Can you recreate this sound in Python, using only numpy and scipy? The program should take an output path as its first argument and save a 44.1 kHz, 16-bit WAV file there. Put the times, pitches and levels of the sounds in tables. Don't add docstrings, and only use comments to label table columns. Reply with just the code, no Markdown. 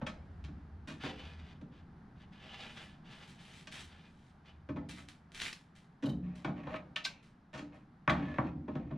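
import sys
import numpy as np
from scipy import signal
from scipy.fft import rfft, irfft, next_fast_len
from scipy.io import wavfile

SR = 44100
rng = np.random.default_rng(int(sys.argv[2]) if len(sys.argv) > 2 else 0)


def master(y):
    cut = np.clip(np.atleast_2d(y).T, -1, 1)
    pcm = np.round(cut * 32767)
    wavfile.write(sys.argv[1], SR, pcm.astype(np.int16))


N = 395577

# t/s, chatter decay/s, clack level/dB, clack f/Hz,
# clack flank slope/(dB per octave), thump level/dB, thump f/Hz
KNOCKS = [(.014, 0.0046, -50, 700, 10, -39, 190), (.066, 0.0069, -48, 1700, 4.5, -49.5, 220),
          (0.441, 0.006, -61, 3500, 9, -48, 121), (.484, 0.0024, -70, 1200, 13, -48.5, 192),
          (0.874, 0.022, -54, 2200, 4.5, -48, 217), (1.036, 0.0023, -52, 1200, 6, -40, 224),
          (1.055, 0.0088, -55, 2200, 7, -45.5, 370), (1.613, 0.0016, -72, 1500, 4, -49, 216),
          (3.672, 0.0022, -55.5, 3600, 4.5, -66, 300), (4.689, 0.0046, -52.5, 850, 9.5, -39, 232),
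          (4.759, 0.012, -51.5, 750, 10, -47.5, 261), (4.973, 0.013, -60, 1700, 10, -58, 240),
          (6.025, 0.012, -53.5, 900, 3, -38.5, 253), (6.056, 0.029, -51.5, 600, 16, -36, 186),
          (6.446, 0.005, -44.5, 1050, 8.5, -40, 220), (6.465, 0.019, -49.5, 700, 12.5, -39, 180),
          (6.667, 0.0086, -48, 700, 10.5, -48.5, 201), (6.74, 0.0035, -45.5, 1100, 14.5, -50, 221),
          (6.96, 0.0024, -43, 2400, 11, -67.5, 200), (7.051, 0.0039, -44, 3300, 8.5, -59.5, 204),
          (7.531, 0.027, -54, 1000, 2.5, -50, 177), (7.575, 0.015, -56, 1500, 1.5, -50, 239),
          (8.077, 0.00041, -30.5, 1234, 19.5, -33, 170), (8.096, 0.0049, -33, 1200, 11, -32.5, 186),
          (8.384, 0.0017, -34.5, 950, 29, -31, 204), (8.68, 0.006, -49.5, 690, 12.5, -38, 272),
          (8.752, 0.005, -50.5, 700, 9, -37.5, 214), (8.906, 0.011, -53.5, 650, 11.5, -40, 190)]
# f/Hz, level/dB, t60/s
PANEL_MODES = [(150.2, -1, 0.15), (182.4, -13, 0.47), (242.6, -6.5, 0.36), (288.3, -7.5, 0.48),
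               (550, -12.5, 0.11), (617.6, 4.5, 0.22), (766.3, -3, 0.2), (850, -11.5, 0.21),
               (930, -9.5, 0.17), (1059, 3.5, 0.18), (1131.6, 12, 0.1), (1280, 7.5, 0.17), (1450, -6, 0.18),
               (1776, 4, 0.15), (2496, -1, 0.045), (3260, -3.5, 0.12)]
# f/Hz, side minus mid/dB
STEREO_WIDTH = [(100, -31.5), (280, -22.5), (400, -14), (700, -6), (1300, -5), (2400, -8.5), (4400, -13),
                (8100, 0.5)]
# f/Hz, level/dB
RUMBLE_COLOUR = [(60, -1), (100, 0.5), (155, 9.5), (240, 2.5), (300, -5), (400, -8.5), (700, -35.5)]
SUB_COLOUR = [(20, -32), (35, -3.5), (55, 11.5), (80, 22), (105, 6.5), (160, -75)]


def panel_response(direct_db=45.0, crack_db=8.5, crack_s=0.001, cabin_db=8.5, cabin_t60=0.48):
    wood = [(83.6, 4, 0.19), (163, 24, 0.1), (272, 14.5, 0.4), (415, 11.5, 0.73), (750, 15, 0.5),
            (2260, 17, 0.13), (5100, 9, 0.23), (8900, -23.5, 0.13), (13000, -32.5, 0.12)]
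    size = 24000
    t = np.arange(size) / SR
    cabin = lowpass(diffuse(size), hz=6000) * from_db(cabin_db - 60 * t / cabin_t60)
    tap = diffuse(size) * from_db(crack_db) * np.exp(-t / crack_s) + cabin
    tap[:, 0] += from_db(direct_db)
    out = lowpass(tap, hz=2330)
    edges_hz = np.geomspace(70, 16000, 14)
    noises = [diffuse(size), diffuse(size)]
    for k, (low, high) in enumerate(zip(edges_hz, edges_hz[1:])):
        hz = np.sqrt(low * high)
        decay = from_db(at_hz(wood, hz) - 60 * t / at_hz(wood, hz, column=2))
        out += band(noises[k % 2], low, high) * decay
    for hz, db, t60 in PANEL_MODES:
        skew = np.arctan(from_db(at_hz(STEREO_WIDTH, hz))) * rng.choice([-1, 1]) * np.array([[1], [-1]])
        spot_db, grip = rng.normal(0, 0.67), rng.normal(1, .008)
        decay = from_db(db + spot_db - 60 * t / t60)
        out += rng.choice([-1, 1]) * decay * np.sin(2 * np.pi * hz * grip * t + skew)
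    return out


def knocks(first_touch_db=9.5, thump_db_per_octave=21.0):
    edges_hz = [60, 125, 210, 325, 530, 900, 1500, 2400, 3800, 6000, 11000]
    scoop = [(260, -1), (415, -3.5), (700, 1), (3000, 0), (8000, -9.5)]
    out, t = np.zeros((2, N)), np.arange(24000) / SR
    spots = [panel_response() for _ in range(4)]
    blows = []
    for k, (_, chatter_s, *_) in enumerate(KNOCKS):
        age = t / chatter_s
        force = grains(per_s=2500, spread_db=6.56, size=len(t)) * np.exp(-age) * np.minimum(2 * age, 1)
        force[0] += from_db(first_touch_db)
        blows.append(through(force, spots[k % 4]))
    attack = int(.04 * SR)
    for low, high in zip(edges_hz, edges_hz[1:]):
        hz = np.sqrt(low * high)
        parts = band(np.array(blows), low, high, order=3)
        for part, (s, _, clack_db, clack_hz, slope, thump_db, thump_hz) in zip(parts, KNOCKS):
            clack = from_db(clack_db + bell(hz, clack_hz, slope))
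            thump = from_db(thump_db + bell(hz, thump_hz, thump_db_per_octave))
            gain = np.hypot(clack, thump) * from_db(at_hz(scoop, hz))
            add(out, s, gain * part / part[:, :attack].std())
    return out


def floor_boom(in_van_s=4.6, swell_s=0.094, boom_db=-10.0, deep_db=-17.5):
    t, power = np.arange(0, N, 16) / SR, 0
    for s, *_, thump_db, _ in KNOCKS:
        if s > in_van_s:
            age = np.maximum(t - s, 0) / swell_s
            power += (from_db(thump_db) * age * np.exp(1 - age)) ** 2
    shake = colour(diffuse(N), RUMBLE_COLOUR)
    hollow = sum(rms_one(resonate(shake, hz, width_hz=14)) for hz, *_ in PANEL_MODES[:4])
    boom = from_db(boom_db) * rms_one(hollow) + from_db(deep_db) * noise_bed(SUB_COLOUR)
    return np.interp(np.arange(N) / SR, t, np.sqrt(power)) * boom


def ringing_tones(jitter=0.0065, sway=0.011, rough_db=5.0):
    tones = [(4.785, 0.058, 0.084, 279.2, -46), (6.042, 0.0062, .025, 274, -34),
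             (6.748, 0.023, 0.016, 622, -39), (7.065, 0.003, 0.012, 1560, -41),
             (7.63, 0.018, 0.085, 300, -49.5), (8.245, .06, 0.033, 286.4, -38.5),
             (8.34, 0.098, 0.041, 1720, -54), (8.445, 0.019, 0.03, 285, -33), (8.555, .03, 0.054, 288, -43)]
    out, t = np.zeros(N), np.arange(N) / SR
    wavering_time = np.cumsum(1 + jitter * drift(150) + sway * drift(14)) / SR
    for s, swell_s, ring_s, hz, db in tones:
        near = (t > s - 3 * swell_s) & (t < s + 7 * ring_s)
        age = t[near] - s
        envelope = np.exp(-np.where(age < 0, (age / swell_s) ** 2, age / ring_s))
        out[near] += from_db(db) * envelope * np.sqrt(2) * np.sin(2 * np.pi * hz * wavering_time[near])
    return out * from_db(rough_db * np.tanh(drift(110)))


def edge_judder(slip_hz=60.1, wander=0.011, ring_s=0.0045, gain_db=2.5):
    pushes = [(6.14, 0.14, -43)]   # t/s, length/s, relative level/dB
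    groan_colour = [(40, -27), (62, -9), (124, -11.5), (186, 14.5), (248, -13), (310, -3.5), (440, -29),
                    (900, -40)]
    turns = np.cumsum(slip_hz * (1 + wander * drift(30.4))) / SR
    slips = np.diff(np.floor(turns), prepend=0) * from_db(2.0 * drift(40))
    t = np.arange(4096) / SR
    modes = sum(from_db(db) * np.sin(2 * np.pi * hz * t) for hz, db, _ in PANEL_MODES)
    groan = signal.fftconvolve(slips, modes * np.exp(-t / ring_s))[:N]
    push = strokes(pushes, attack_share=0.092, sag_db_per_s=2.0, release_s=0.081)
    return from_db(gain_db) * push * rms_one(colour(groan, groan_colour))


def edge_scrape():
    pushes = [(6.22, 0.29, -64.5), (6.55, 0.2, -55.5), (6.69, 0.042, -49), (6.735, 0.021, -54),
              (7.53, 0.067, -53), (7.72, 0.048, -59.5), (8.07, 0.41, -50.5), (8.66, 0.51, -65.5)]
    scrape_colour = [(100, 2.5), (300, -8), (620, -0.5), (1200, -12.5), (2400, -4), (4000, -14),
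                     (8000, -20), (14000, -18)]
    force = grains(per_s=1800, spread_db=0.99, size=N) * stick_slip(per_s=70, depth_db=16.5)
    push = strokes(pushes, attack_share=0.11, sag_db_per_s=10.5, release_s=0.035)
    return push * rms_one(colour(through(force, panel_response()), scrape_colour))


def dry_rasps():
    rasps = [(0.069, 0.004, 2600, 0.65, -43.5), (2.56, 0.12, 3000, 0.31, -60),
             (5.401, 0.0017, 2440, 0.92, -38), (5.417, 0.0045, 2480, 1.3, -37.5),
             (5.465, 0.0098, 2130, 0.81, -42.5), (5.483, 0.002, 2280, 0.78, -40),
             (5.53, 0.0017, 2670, 1.3, -40.5), (6.763, .008, 2420, 0.56, -48),
             (6.964, 0.0029, 2900, 0.55, -34.5), (7.054, 0.0079, 3700, 0.86, -34.5),
             (8.103, 0.0052, 2580, 1.2, -39.5), (8.385, 0.0035, 1920, 0.41, -37.5)]
    out, t = np.zeros((2, N)), np.arange(36000) / SR
    for s, half_s, hz, octaves, db in rasps:
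        lead_s = 3 * half_s
        force = grains(per_s=6000, spread_db=3.6, size=len(t)) * np.exp(-((t - lead_s) / half_s) ** 2)
        slips = through(force, driveway_response(echo_db=-30.0, t60=0.18))
        band_ratio = 2 ** (octaves / 2)
        rasp = band(slips, hz / band_ratio, hz * band_ratio)
        burst_rms = np.sqrt(np.sum(rasp[0] ** 2) / (2 * half_s * SR))
        add(out, s - lead_s, from_db(db) * rasp / burst_rms)
    return out


def edge_squeaks(half_s=0.008, width_hz=140.0):
    squeaks = [(6.064, -56), (6.097, -58)]
    shrill_hz = [3040, 3850]
    out, t = np.zeros((2, N)), np.arange(12000) / SR
    for s, db in squeaks:
        force = grains(per_s=6000, spread_db=2, size=len(t)) * np.exp(-(t / half_s - 2) ** 2)
        slips = through(force, driveway_response(t60=0.24))
        squeak = sum(rms_one(resonate(slips, hz, width_hz)) for hz in shrill_hz)
        add(out, s - 2 * half_s, from_db(db) * squeak / squeak[:, :SR // 20].std())
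    return out


def rack_rings():
    hits = [(6.961, -51), (7.052, -58), (8.095, -57)]   # t/s, level/dB
    tube_modes = [(2430, -12.5, .35), (2780, -8.5, 0.47), (3610, 10, 0.1), (4250, -0.5, 0.13)]   # f/Hz, relative level/dB, t60/s
    out, t = np.zeros((2, N)), np.arange(22000) / SR
    for s, hit_db in hits:
        for hz, db, t60 in tube_modes:
            decay = rng.choice([-1, 1]) * from_db(hit_db + db - 60 * t / t60)
            ear_phase = rng.normal(0, 0.39, (2, 1))
            add(out, s, decay * np.sin(2 * np.pi * hz * t + ear_phase))
    return out


def palm_rubs(face_db=1.0, face_width_hz=32.0):
    rubs = [(0.99, 0.1, -51), (1.03, 0.067, -49.5), (1.11, 0.21, -55), (1.32, 0.21, -62), (1.71, 0.06, -66),
            (2.15, 0.096, -68), (2.31, 0.078, -61), (2.38, 0.41, -56), (2.595, 0.041, -50.5),
            (2.76, 0.057, -49.5), (2.84, 0.11, -62), (3.03, 0.2, -58), (3.34, 0.23, -60),
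            (3.71, 0.094, -53.5), (3.87, 0.18, -62), (4.44, 0.063, -64)]
    face_hz = [639, 777, 1420, 1567, 1730, 1953, 2450, 2973]
    rub_colour = [(200, -14), (600, -4), (1100, -6), (2000, -4), (2900, 0), (3600, -2.5), (4200, -8),
                  (8000, -27.5), (14000, -45.5)]
    force = grains(per_s=2200, spread_db=2.2, size=N) * from_db(2.6 * drift(35))
    touch = through(force, driveway_response())
    face = sum(resonate(touch, hz, face_width_hz) * from_db(3.7 * drift(10)) for hz in face_hz)
    hands = strokes(rubs, attack_share=0.31, sag_db_per_s=3.0, release_s=0.039)
    return hands * rms_one(colour(touch + from_db(face_db) * face, rub_colour))


def shoe_scuffs(crack_db=-1.0):
    scuffs = [(0.875, 0.014, -57.5), (1.02, 0.36, -84), (2.55, 0.3, -65), (3.09, 0.16, -66),
              (3.27, 0.049, -60.5), (3.38, 0.22, -61), (3.71, 0.1, -52), (3.85, 0.44, -77),
              (4.887, 0.02, -52), (4.925, 0.071, -58.5), (5.08, 0.024, -64), (5.335, 0.14, -49.5),
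              (5.39, 0.064, -47.5), (5.75, 0.026, -64), (6.35, 0.031, -63), (7.225, 0.031, -68.5),
              (7.74, 0.024, -77)]
    cracks = [(4.894, -30), (5.0866, -30.5), (5.319, -38.5), (5.347, -29), (5.417, -24.5), (5.481, -25.5),
              (5.528, -31)]
    grit_colour = [(200, 1.5), (600, -12.5), (1200, -3.5), (2100, 1), (4200, -1.5), (6500, -10.5),
                   (10000, -15.5), (11500, -26), (15000, -34)]
    click = np.pad(driveway_response(echo_db=-26.0), ((0, 0), (32, 0)))
    crunch = colour(click, grit_colour)
    force = grains(per_s=3500, spread_db=3.5, size=N) * stick_slip(per_s=100, depth_db=12)
    soles = strokes(scuffs, attack_share=0.15, sag_db_per_s=-20.0, release_s=0.05)
    out = soles * rms_one(through(force, crunch))
    for s, db in cracks:
        add(out, s, from_db(db + crack_db) * crunch / np.abs(crunch).max())
    return out


def driveway_response(echo_db=-30.5, t60=0.25, right_lag_samples=0.55, size=9000):
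    out = diffuse(size) * from_db(echo_db - 60 * np.arange(size) / SR / t60)
    out[:, :2] += [[1, 0], [1 - right_lag_samples, right_lag_samples]]
    return out


def outdoor_ambience(rumble_db=4.0, sub_db=5.5, gust_db=3.5, hush_db=-66, fade_db_per_s=0.5):
    lows = [(0.0, -59, -58.5), (1.17, -59.5, -60), (2.91, -61, -75), (4.27, -64.5, -74),
            (4.75, -65.5, -60.5), (5.9, -66, -93)]
    hush_colour = [(200, -19), (420, -10), (800, 0.5), (1000, -3), (1600, -5), (2600, -18), (4800, -24),
                   (8000, -38.5), (10500, -38.5), (12000, -53)]
    t = np.arange(N) / SR
    rumble = from_db(rumble_db) * level(lows, column=1) * noise_bed(RUMBLE_COLOUR)
    sub = from_db(sub_db + gust_db * drift(7.7)) * level(lows, column=2) * noise_bed(SUB_COLOUR)
    hush = from_db(hush_db - fade_db_per_s * t + drift(5)) * noise_bed(hush_colour)
    return rumble + sub + hush


def grains(per_s, spread_db, size):
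    born = rng.random(size) < per_s / SR
    strength = np.minimum(rng.exponential(1, size), 4)
    return born * from_db(spread_db * strength) * rng.choice([-1, 1], size)


def stick_slip(per_s, depth_db):
    turns = np.cumsum(per_s * np.exp(.5 * drift(per_s))) / SR
    return from_db(depth_db * (.5 - turns % 1))


def strokes(rows, attack_share, sag_db_per_s, release_s):
    t, power = np.arange(0, N, 16) / SR, 0
    for start, length, db in rows:
        age = np.maximum(t - start, 0)
        rise = np.minimum(age / (attack_share * length), 1)
        body = from_db(db - sag_db_per_s * (np.minimum(age, length) - length / 2))
        fall = np.exp(-np.maximum(age - length, 0) / release_s)
        power += (rise * body * fall) ** 2
    return np.interp(np.arange(N) / SR, t, np.sqrt(power))


def drift(per_s):
    knots = rng.standard_normal(int(N / SR * per_s) + 3)
    return rms_one(np.interp(np.arange(N) / SR * per_s, np.arange(len(knots)), knots))


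def diffuse(size):
    padded = next_fast_len(size, real=True)
    mid, side = rfft(rng.standard_normal((2, size)), padded)
    width = from_db(at_hz(STEREO_WIDTH, np.linspace(0, SR / 2, len(mid))))
    return rms_one(irfft(mid + width * side * [[1], [-1]], padded)[:, :size])


def noise_bed(points):
    return rms_one(colour(diffuse(N), points))


def colour(x, points):
    size = next_fast_len(x.shape[-1] + 2048, real=True)
    hz = np.fft.rfftfreq(size, 1 / SR)
    gain = from_db(at_hz(points, hz)) / np.maximum(hz / points[-1][0], 1) ** 3
    return irfft(rfft(x, size) * gain, size)[..., :x.shape[-1]]


def resonate(x, hz, width_hz):
    r = np.exp(-np.pi * width_hz / SR)
    feedback = [1, -2 * r * np.cos(2 * np.pi * hz / SR), r * r]
    return signal.lfilter(np.array([1, 0, -1]) * (1 - r * r) / 2, feedback, x + 1e-18)


def band(x, low, high, order=2):
    return signal.sosfilt(signal.butter(order, [low, high], "band", fs=SR, output="sos"), x + 1e-18)


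def lowpass(x, hz):
    return signal.sosfilt(signal.butter(2, hz, fs=SR, output="sos"), x)


def bell(hz, centre_hz, db_per_octave, knee=0.74):
    return -db_per_octave * (np.hypot(np.log2(hz / centre_hz), knee) - knee)


def through(force, response):
    return signal.oaconvolve(force[None], response, axes=1)[:, :len(force)]


def add(out, s, sound):
    start = max(0, int(s * SR))
    part = out[:, start:start + sound.shape[-1]]
    part += sound[..., :part.shape[-1]]


def level(rows, column):
    rows = np.array(rows)
    return from_db(np.interp(np.arange(N) / SR, rows[:, 0], rows[:, column]))


def at_hz(points, hz, column=1):
    points = np.array(points)
    return np.interp(np.log(np.maximum(hz, 1)), np.log(points[:, 0]), points[:, column])


def from_db(db):
    return 10 ** (np.asarray(db) / 20)


def rms_one(x):
    return x / np.sqrt(np.mean(x ** 2) + 1e-20)


def scene():
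    work = knocks() + rack_rings() + dry_rasps() + floor_boom() + edge_judder() + edge_scrape()
    work += ringing_tones() + edge_squeaks() + palm_rubs() + shoe_scuffs()
    return work + outdoor_ambience()


def record(dry, cutoff_hz=15000):
    return signal.sosfilt(signal.ellip(10, .1, 80, cutoff_hz, fs=SR, output="sos"), dry)


dry = scene()
out = record(dry)
master(out)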